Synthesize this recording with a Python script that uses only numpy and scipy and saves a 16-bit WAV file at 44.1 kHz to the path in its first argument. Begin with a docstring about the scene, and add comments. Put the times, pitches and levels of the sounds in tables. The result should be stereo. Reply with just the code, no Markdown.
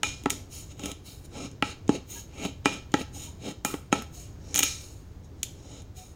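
"""Over a low ventilation hum a knock and a scrape come at once: a hand pipe cutter round a steel tube, near a phone.
A gloved hand twists the tube in short strokes. Knocks and rubbing both drive a bank of damped modes;
noise shaped in level by the strokes makes grind, rumble, hiss and wheel scrape, and bent sine tones squeak.
Two microphone ports shade the near sound, a small workshop adds a diffuse tail, and the hum is shaped noise."""
import sys
import numpy as np
from scipy import signal
from scipy.fft import rfft, irfft
from scipy.io import wavfile
from scipy.ndimage import uniform_filter1d

SR = 44100
rng = np.random.default_rng(int(sys.argv[2]) if len(sys.argv) > 2 else 0)


def dump(signal):
    """Clip the signal to [-1, 1] and save it as 16-bit WAV at the path in sys.argv[1]."""
    limited = np.clip(np.atleast_2d(signal).T, -1, 1)
    pcm = np.round(limited * 32767).astype(np.int16)
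    wavfile.write(sys.argv[1], SR, pcm)


N = 271215

# knocks, each a soft thud plus a hard tick: start_s, thud_db (at 300 Hz), thud_dulling_db_per_oct,
# tick_db (at 5 kHz), tick_tilt_db_per_oct, bluntness_db_per_oct (above the wheel pitch), free_ring_db
KNOCKS = [(0.032, -35, -7, -15.5, -5.5, 5, -26.5), (0.2364, -41, 14, -42.5, 3, 2, -61),
          (0.2584, -13, 2, -34, 3, 33, -53), (0.2985, -43, 6, -30.5, -3, -10, -84),
          (0.303, -51, -9.5, -15, 3, 6.5, -54), (0.7944, -35, 5, -35.5, 3, 24, -70),
          (0.8356, -29, 15, -32.5, -5, 10, -70), (0.8573, -30, 7, -23.5, 2.5, 9, -58),
          (0.9162, -35, 10, -31.5, -1, 1, -63), (1.5142, -40, 17, -45.5, 9, 28, -68),
          (1.624, -19, -1.5, -29.5, -21.5, 10, -38), (1.8785, -44, 17, -36.5, 9, 42, -68),
          (1.8919, -6.5, 8, -26, 1, 42, -61), (2.45, -19, 9.5, -33.5, -11, -13, -56),
          (2.657, -11.5, 0, -17.5, -0.5, 15, -26), (2.9184, -48, 8, -43, 4, 12, -66),
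          (2.94, -9.5, 1.5, -19, -6.5, 36, -46), (3.6487, -23.5, -0.5, -18.5, 6.5, 5.5, -36.5),
          (3.7403, -24, 2.5, -43, -13, -15, -49), (3.927, -9.5, 0.5, -21, 11, 34, -40),
          (4.021, -44.5, -2.5, -37.5, 3, -1, -62), (4.5433, -37, 13, -19, 1, 7.5, -43),
          (4.5514, -40.5, -2.5, -23, 0, -6, -50), (4.5588, -35.5, -2, -14, 7, 19.5, -43),
          (4.5689, -38, 1, -21, 10, 19, -43), (4.5757, -47, -0.5, -18, 9, 20, -43),
          (4.58, -41, -4.5, -20, 4, 3, -50.5), (4.59, -31, -1, -21, 4, -10, -36.5),
          (4.592, -34, -3.5, -11.5, 5, 30.5, -39), (4.6045, -28, 3, -23, 5, 7.5, -40),
          (4.625, -32.5, 2, -19, 1.5, 28, -53), (4.6302, -31.5, 1.5, -9.5, 4, 50, -32.5),
          (4.6339, -31.5, -1.5, -22, 2, -8.5, -41), (5.4303, -67, 10.5, -18, 3.5, 4, -68.5),
          (5.8198, -41.5, 13, -46, 2.5, 3, -74.5)]
# centres of the four rubbing sounds: pitch_hz of tube grind, roller rumble, glove hiss, wheel scrape
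RUB_CENTRE_HZ = [2600, 400, 12000, 6000]


def undb(db):
    """Decibels to an amplitude ratio."""
    return 10 ** (np.asarray(db) / 20)


def across(hz, points_hz, values):
    """Values given at a few frequencies (rows), read at hz on a log axis."""
    order = np.argsort(points_hz)
    sorted_hz = np.array(points_hz)[order]
    place = np.interp(np.log(hz), np.log(sorted_hz), np.arange(len(order)))
    low = min(int(place), len(order) - 2)
    below, above = values[order[low]], values[order[low + 1]]
    return (low + 1 - place) * below + (place - low) * above


def table(rows, hz):
    """A (Hz, value) table read at hz on a log axis."""
    at_hz, value = np.transpose(rows)
    return np.interp(np.log(hz + 1), np.log(at_hz + 1), value)


def walk(rate_hz):
    """Random levels slewed over 1 / rate_hz seconds each; spread near 1."""
    step = int(SR / rate_hz)
    levels = rng.standard_normal(N // step + 1)
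    return uniform_filter1d(np.repeat(levels, step), step)[:N]


def hum():
    """Ventilation noise, alike on both ports in the bass and unrelated in the treble."""
    # pitch_hz, relative level_db per Hz
    spectrum = [(20, -11.5), (80, 3), (130, -4), (210, -14), (300, -11), (600, -22), (1200, -29),
                (2600, -36.5), (6500, -38.5), (10000, -52.5), (16000, -45)]
    # pitch_hz, likeness of left and right (1 = same, 0 = unrelated)
    likeness = [(60, 0.85), (130, 0.9), (290, 0.4), (640, 0.2), (1410, 0.05), (3100, 0.05), (6820, -0.09),
                (15000, 0.12)]
    level_db = -44  # rms
    hz = np.arange(N // 2 + 1) * SR / N
    alike = np.clip(table(likeness, hz), -.9, .99)
    noise = rfft(rng.standard_normal((2, N))) * undb(table(spectrum, hz))
    mid, side = noise * np.sqrt([1 + alike, 1 - alike])
    air = irfft([mid + side, mid - side], N)
    air = air * undb(walk(rate_hz=4.1))  # drifts by about 1 dB
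    return air * undb(level_db) / np.std(air)


def knock_db(hz, free):
    """Drive of a mode at hz by every knock: a dull thud and a bright tick add in power."""
    thud_at_hz, tick_at_hz = 300, 5000
    foot_hz, foot_db_per_oct = 2806, 28.5  # thuds fall off above the foot, ticks below it
    wheel_hz, wheel_db, wheel_oct = 6700, 1, .23  # ticks favour modes round the wheel's own pitch
    ring_split_hz, high_ring_db = 4000, -18.5  # the high free ring follows the tick
    thud, dulling, tick, tilt, bluntness, ring = np.transpose(KNOCKS)[1:]
    if free:
        return ring if hz < ring_split_hz else tick + high_ring_db
    above_foot_oct = np.log2(hz / foot_hz)
    thud = thud - dulling * np.log2(min(hz, foot_hz) / thud_at_hz)
    thud = thud - foot_db_per_oct * max(above_foot_oct, 0)
    tick = tick + tilt * np.log2(max(hz, foot_hz) / tick_at_hz)
    tick = tick - foot_db_per_oct * max(-above_foot_oct, 0)
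    above_wheel_oct = np.log2(hz / wheel_hz)
    tick = tick + wheel_db * np.exp(-(above_wheel_oct / wheel_oct) ** 2)
    tick = tick - bluntness * max(above_wheel_oct, 0)
    return 10 * np.log10(undb(2 * thud) + undb(2 * tick))


def strokes():
    """Grind, rumble, hiss and scrape levels in dB per sample: each hand stroke rises, holds and fades."""
    # full_strength_s, rise_s, hold_s, fade_s, tube_grind_db, roller_rumble_db, glove_hiss_db, wheel_scrape_db
    twists = [(0.046, .01, 0.038, 0.19, -31.5, -47.5, -72, -31.5),
              (0.317, .01, 0.023, 0.16, -48, -40.5, -40, -42.5),
              (0.527, 0.044, 0.065, 0.19, -44, -57, -35.5, -44.5),
              (0.712, .04, 0.008, .04, -42.5, -53, -53, -50.5),
              (0.84, 0.11, 0.072, 0.04, -33.5, -40.5, -43, -49),
              (1.066, 0.043, 0.054, 0.22, -42.5, -55, -39, -49.5),
              (1.253, .04, 0.0064, 0.018, -43.5, -65, -46, -47.5),
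              (1.357, 0.075, 0.1, 0.074, -33.5, -41.5, -61, -45.5),
              (1.641, .01, 0.076, 0.056, -31.5, -42.5, -51, -44),
              (1.951, 0.099, 0.0056, 0.069, -30, -31, -54, -44),
              (2.111, 0.058, 0.087, .1, -42, -52.5, -37.5, -46),
              (2.452, 0.18, 0.0059, 0.094, -28, -33, -43, -42.5),
              (2.651, .01, 0.09, 0.13, -29, -38.5, -57, -40.5),
              (3.006, 0.11, 0.012, 0.038, -26, -32, -38, -45),
              (3.147, 0.034, .11, 0.13, -42, -53, -39, -47),
              (3.463, 0.094, 0.049, 0.04, -29.5, -33, -43.5, -47),
              (3.651, .01, 0.062, 0.15, -27, -40, -29, -44),
              (3.923, .01, 0.069, 0.09, -30, -35.5, -48, -42),
              (4.148, 0.052, 0.076, 0.19, -45.5, -65, -38, -49),
              (4.547, 0.2, 0.0072, 0.015, -42, -42, -55, -49),
              (4.653, .02, 0.012, 0.22, -20.5, -48, -30.5, -32),
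              (4.81, .08, 0.029, 0.38, -43.5, -55, -41, -52.5),
              (5.246, .03, 0.013, 0.036, -68, -59, -69.5, -62),
              (5.39, 0.068, .05, .1, -70.5, -67, -69, -63.5),
              (5.742, 0.44, 0.063, 0.042, -48, -48, -61, -53.5),
              (5.972, 0.036, 0.015, 0.28, -44, -66, -38.5, -48)]
    edge_db, rise_bend, fade_bend = 33.5, 1.27, 1.02  # level lost one rise before, one fade after the hold
    t = np.arange(0, N + 64, 64) / SR
    power = np.full((len(RUB_CENTRE_HZ), len(t)), 1e-8)  # -80 dB floor
    for full_s, rise_s, hold_s, fade_s, *levels_db in twists:
        before = np.clip((full_s - t) / rise_s, 0, 9) ** rise_bend
        after = np.clip((t - full_s - hold_s) / fade_s, 0, 9) ** fade_bend
        power += undb(2 * (np.array(levels_db)[:, None] - edge_db * (before + after)))
    sample_s = np.arange(N) / SR
    return np.array([np.interp(sample_s, t, 10 * np.log10(p)) for p in power])


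def grit(rate_hz, spread_db):
    """Dense tiny catches of uneven size, rms 1."""
    catches = rng.random(N) < rate_hz / SR
    force = catches * undb(spread_db * rng.random(N)) * rng.standard_normal(N)
    return force / np.std(force)


def metal():
    """Knocks and rubbing drive the same damped modes of tube and cutter frame; left and right."""
    # pitch_hz, level_db, t60_s; damped by the hands, except the long ones: free ring of the tube wall
    modes = [(215, -7, .025), (285, -2, .06), (405, -4, .03), (520, -8, .02), (680, -12, .02),
             (840, -3, .035), (1050, -8, .015), (1310, -2, .03), (1650, -6, .015), (1950, -4, .015),
             (2300, -5, .012), (2760, -4, .008), (3200, 3, .006), (3700, -1, .005), (4400, -6, .0045),
             (5100, -7, .004), (5800, -2, .004), (6480, -1, .01), (6900, -2, .01), (7700, -6, .005),
             (8900, -3, .005), (10000, -3, .005), (12000, -1, .003), (13400, -4, .003), (14600, -2, .003),
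             (2262, -12, .12), (2347, -6, .18), (2432, 3, .3), (2503, -13, .12), (2977, -6, .18),
             (6603, -6, .16), (6661, -8, .16), (7078, -6, .16), (7275, -12, .14)]
    # how well rubbing reaches a mode: pitch_hz, level_db
    rub_reach = [(300, -2), (1200, -18), (2400, -19), (4500, -1.5), (6700, -2), (9500, -14.5), (14000, -16)]
    free_t60_s, soft_hz, thud_hz = .1, 1800, 600
    chatter_db, chatter_t60_s = -18.5, .052
    start_s = np.transpose(KNOCKS)[0]
    twist_db = strokes()
    chance = rng.standard_normal((len(start_s), 3, len(modes))).T
    # the rubbing spot is wide: part of its sound differs between the ports
    rubbing = grit(rate_hz=5000, spread_db=6.5) + .5 * rng.standard_normal((2, N))
    chatter_fade = 1000 ** (-1 / (chatter_t60_s * SR))
    out = 0
    for k, ((hz, db, t60_s), (level, delay, side)) in enumerate(zip(modes, chance)):
        free = t60_s > free_t60_s
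        r, turn = 1000 ** (-1 / (t60_s * SR)), 2 * np.pi * hz / SR
        # in each knock every mode gets its own small chance in level, left-right lean and start,
        # within about a millisecond or two
        sign = 1 if hz < thud_hz else (-1) ** k
        size = undb(knock_db(hz, free) + db + 1.2 * level) * sign
        lean = undb(1.2 * np.array([side, -side]))
        at = ((start_s + .0009 * np.abs(delay)) * SR).astype(int)
        # some modes of a knock start one sample later on the right, which loosens the stereo image
        right_at = at + (side > .5)
        force = np.zeros((2, N))
        np.add.at(force, ([[0], [1]], [at, right_at]), size * lean)
        # loose parts chatter briefly after each knock
        chatter = signal.lfilter([1], [1, -chatter_fade], np.abs(force))
        chatter = undb(chatter_db) * (not free) * chatter
        # the rubbing level of each mode wanders on its own
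        wander_db = 3.5 * walk(rate_hz=6)
        rub_db = across(hz, RUB_CENTRE_HZ, twist_db) + table(rub_reach, hz) + db
        rub_db = rub_db - free * 11.0 + wander_db
        # the root keeps steady rubbing at a level that does not depend on decay
        steady = np.sqrt(1 - r ** 2) * np.roll(rubbing, int(hz / 20), axis=1)
        force += (undb(rub_db) + chatter) * steady
        # low modes start softly and carry no treble, high modes carry no bass
        drive = [0, r * np.sin(turn)] if hz < soft_hz else [.5, 0, -.5]
        out = out + signal.lfilter(drive, [1, -2 * r * np.cos(turn), r ** 2], force)
    # keep deep bass out of the knocks and rubbing
    return signal.sosfilt(signal.butter(3, 150., "high", fs=SR, output="sos"), out)


def squeaks():
    """Short stick-slip tones of two partials that swell and fade, wavering slightly in pitch."""
    # start_s, length_s, pitch_hz, level_db, second_partial_db (re first)
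    tones = [(1.34, 0.041, 841, -49, -23), (2.151, 0.032, 937, -51, -30), (2.156, 0.041, 1660, -49.5, -27),
             (3.16, 0.015, 802, -47, -21), (3.271, 0.024, 940, -53, -17), (4.157, 0.059, 703, -57.5, -14),
             (5.972, 0.076, 743, -48, -31)]
    out = np.zeros(N)
    waver = walk(rate_hz=60)
    for start_s, length_s, hz, db, second_db in tones:
        span = slice(int(start_s * SR), int((start_s + length_s) * SR))
        phase = np.cumsum(2 * np.pi * hz * (1 + .0032 * waver[span]) / SR)
        swell = np.hanning(len(phase)) ** .23
        tone = np.sin(phase) + undb(second_db) * np.sin(2 * phase)
        out[span] += undb(db) * swell * tone
    return out


def ports(x):
    """The two microphone ports hear a near source with different shading and phase."""
    # shading by the phone body: pitch_hz, left_minus_right_db
    shading = [(200, -2), (500, 3), (1000, -1), (3000, 0), (4500, -3.5), (7200, -8), (9300, 5), (12000, -3)]
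    # pitch_hz, left_lead_rad
    lead = [(200, 0), (1300, -.3), (2400, .6), (3300, -2), (5900, -2.4), (7700, -1.2), (8500, .7),
            (9600, -1.1), (11000, -2.5), (15000, -5)]
    hz = np.arange(N // 2 + 1) * SR / N
    half = undb(table(shading, hz) / 2)
    left = half * np.exp(1j * table(lead, hz))
    return irfft(rfft(x) * [left, 1 / half], N)


def room(x):
    """A short diffuse workshop tail, unrelated left and right, thin in the bass and a little dull."""
    # band edges of the tail: low_hz, high_hz
    band_hz = [450, 8300]
    t60_s, level_db = .35, -13
    t = np.arange(int(.5 * SR)) / SR
    decay = np.exp(-np.log(1000) * t / t60_s) * (t > .004)
    tail = rng.standard_normal((2, len(t))) * decay
    tail = signal.sosfilt(signal.butter(1, band_hz, "band", fs=SR, output="sos"), tail)
    tail = tail / np.sqrt(np.sum(tail ** 2) / 2)  # mean energy 1 per side
    return undb(level_db) * signal.fftconvolve(x, tail, axes=1)[:, :N]


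def scene():
    """Near sounds through the ports, their room tail, and the hum."""
    near = metal() + squeaks()
    return ports(near) + room(near) + hum()


def record(dry):
    """The phone rounds the loudest peaks and cuts the top."""
    top_hz = 15900
    top_cut = signal.ellip(10, .2, 90, top_hz, fs=SR, output="sos")
    return signal.sosfilt(top_cut, np.tanh(dry))


dry = scene()
out = record(dry)
dump(out)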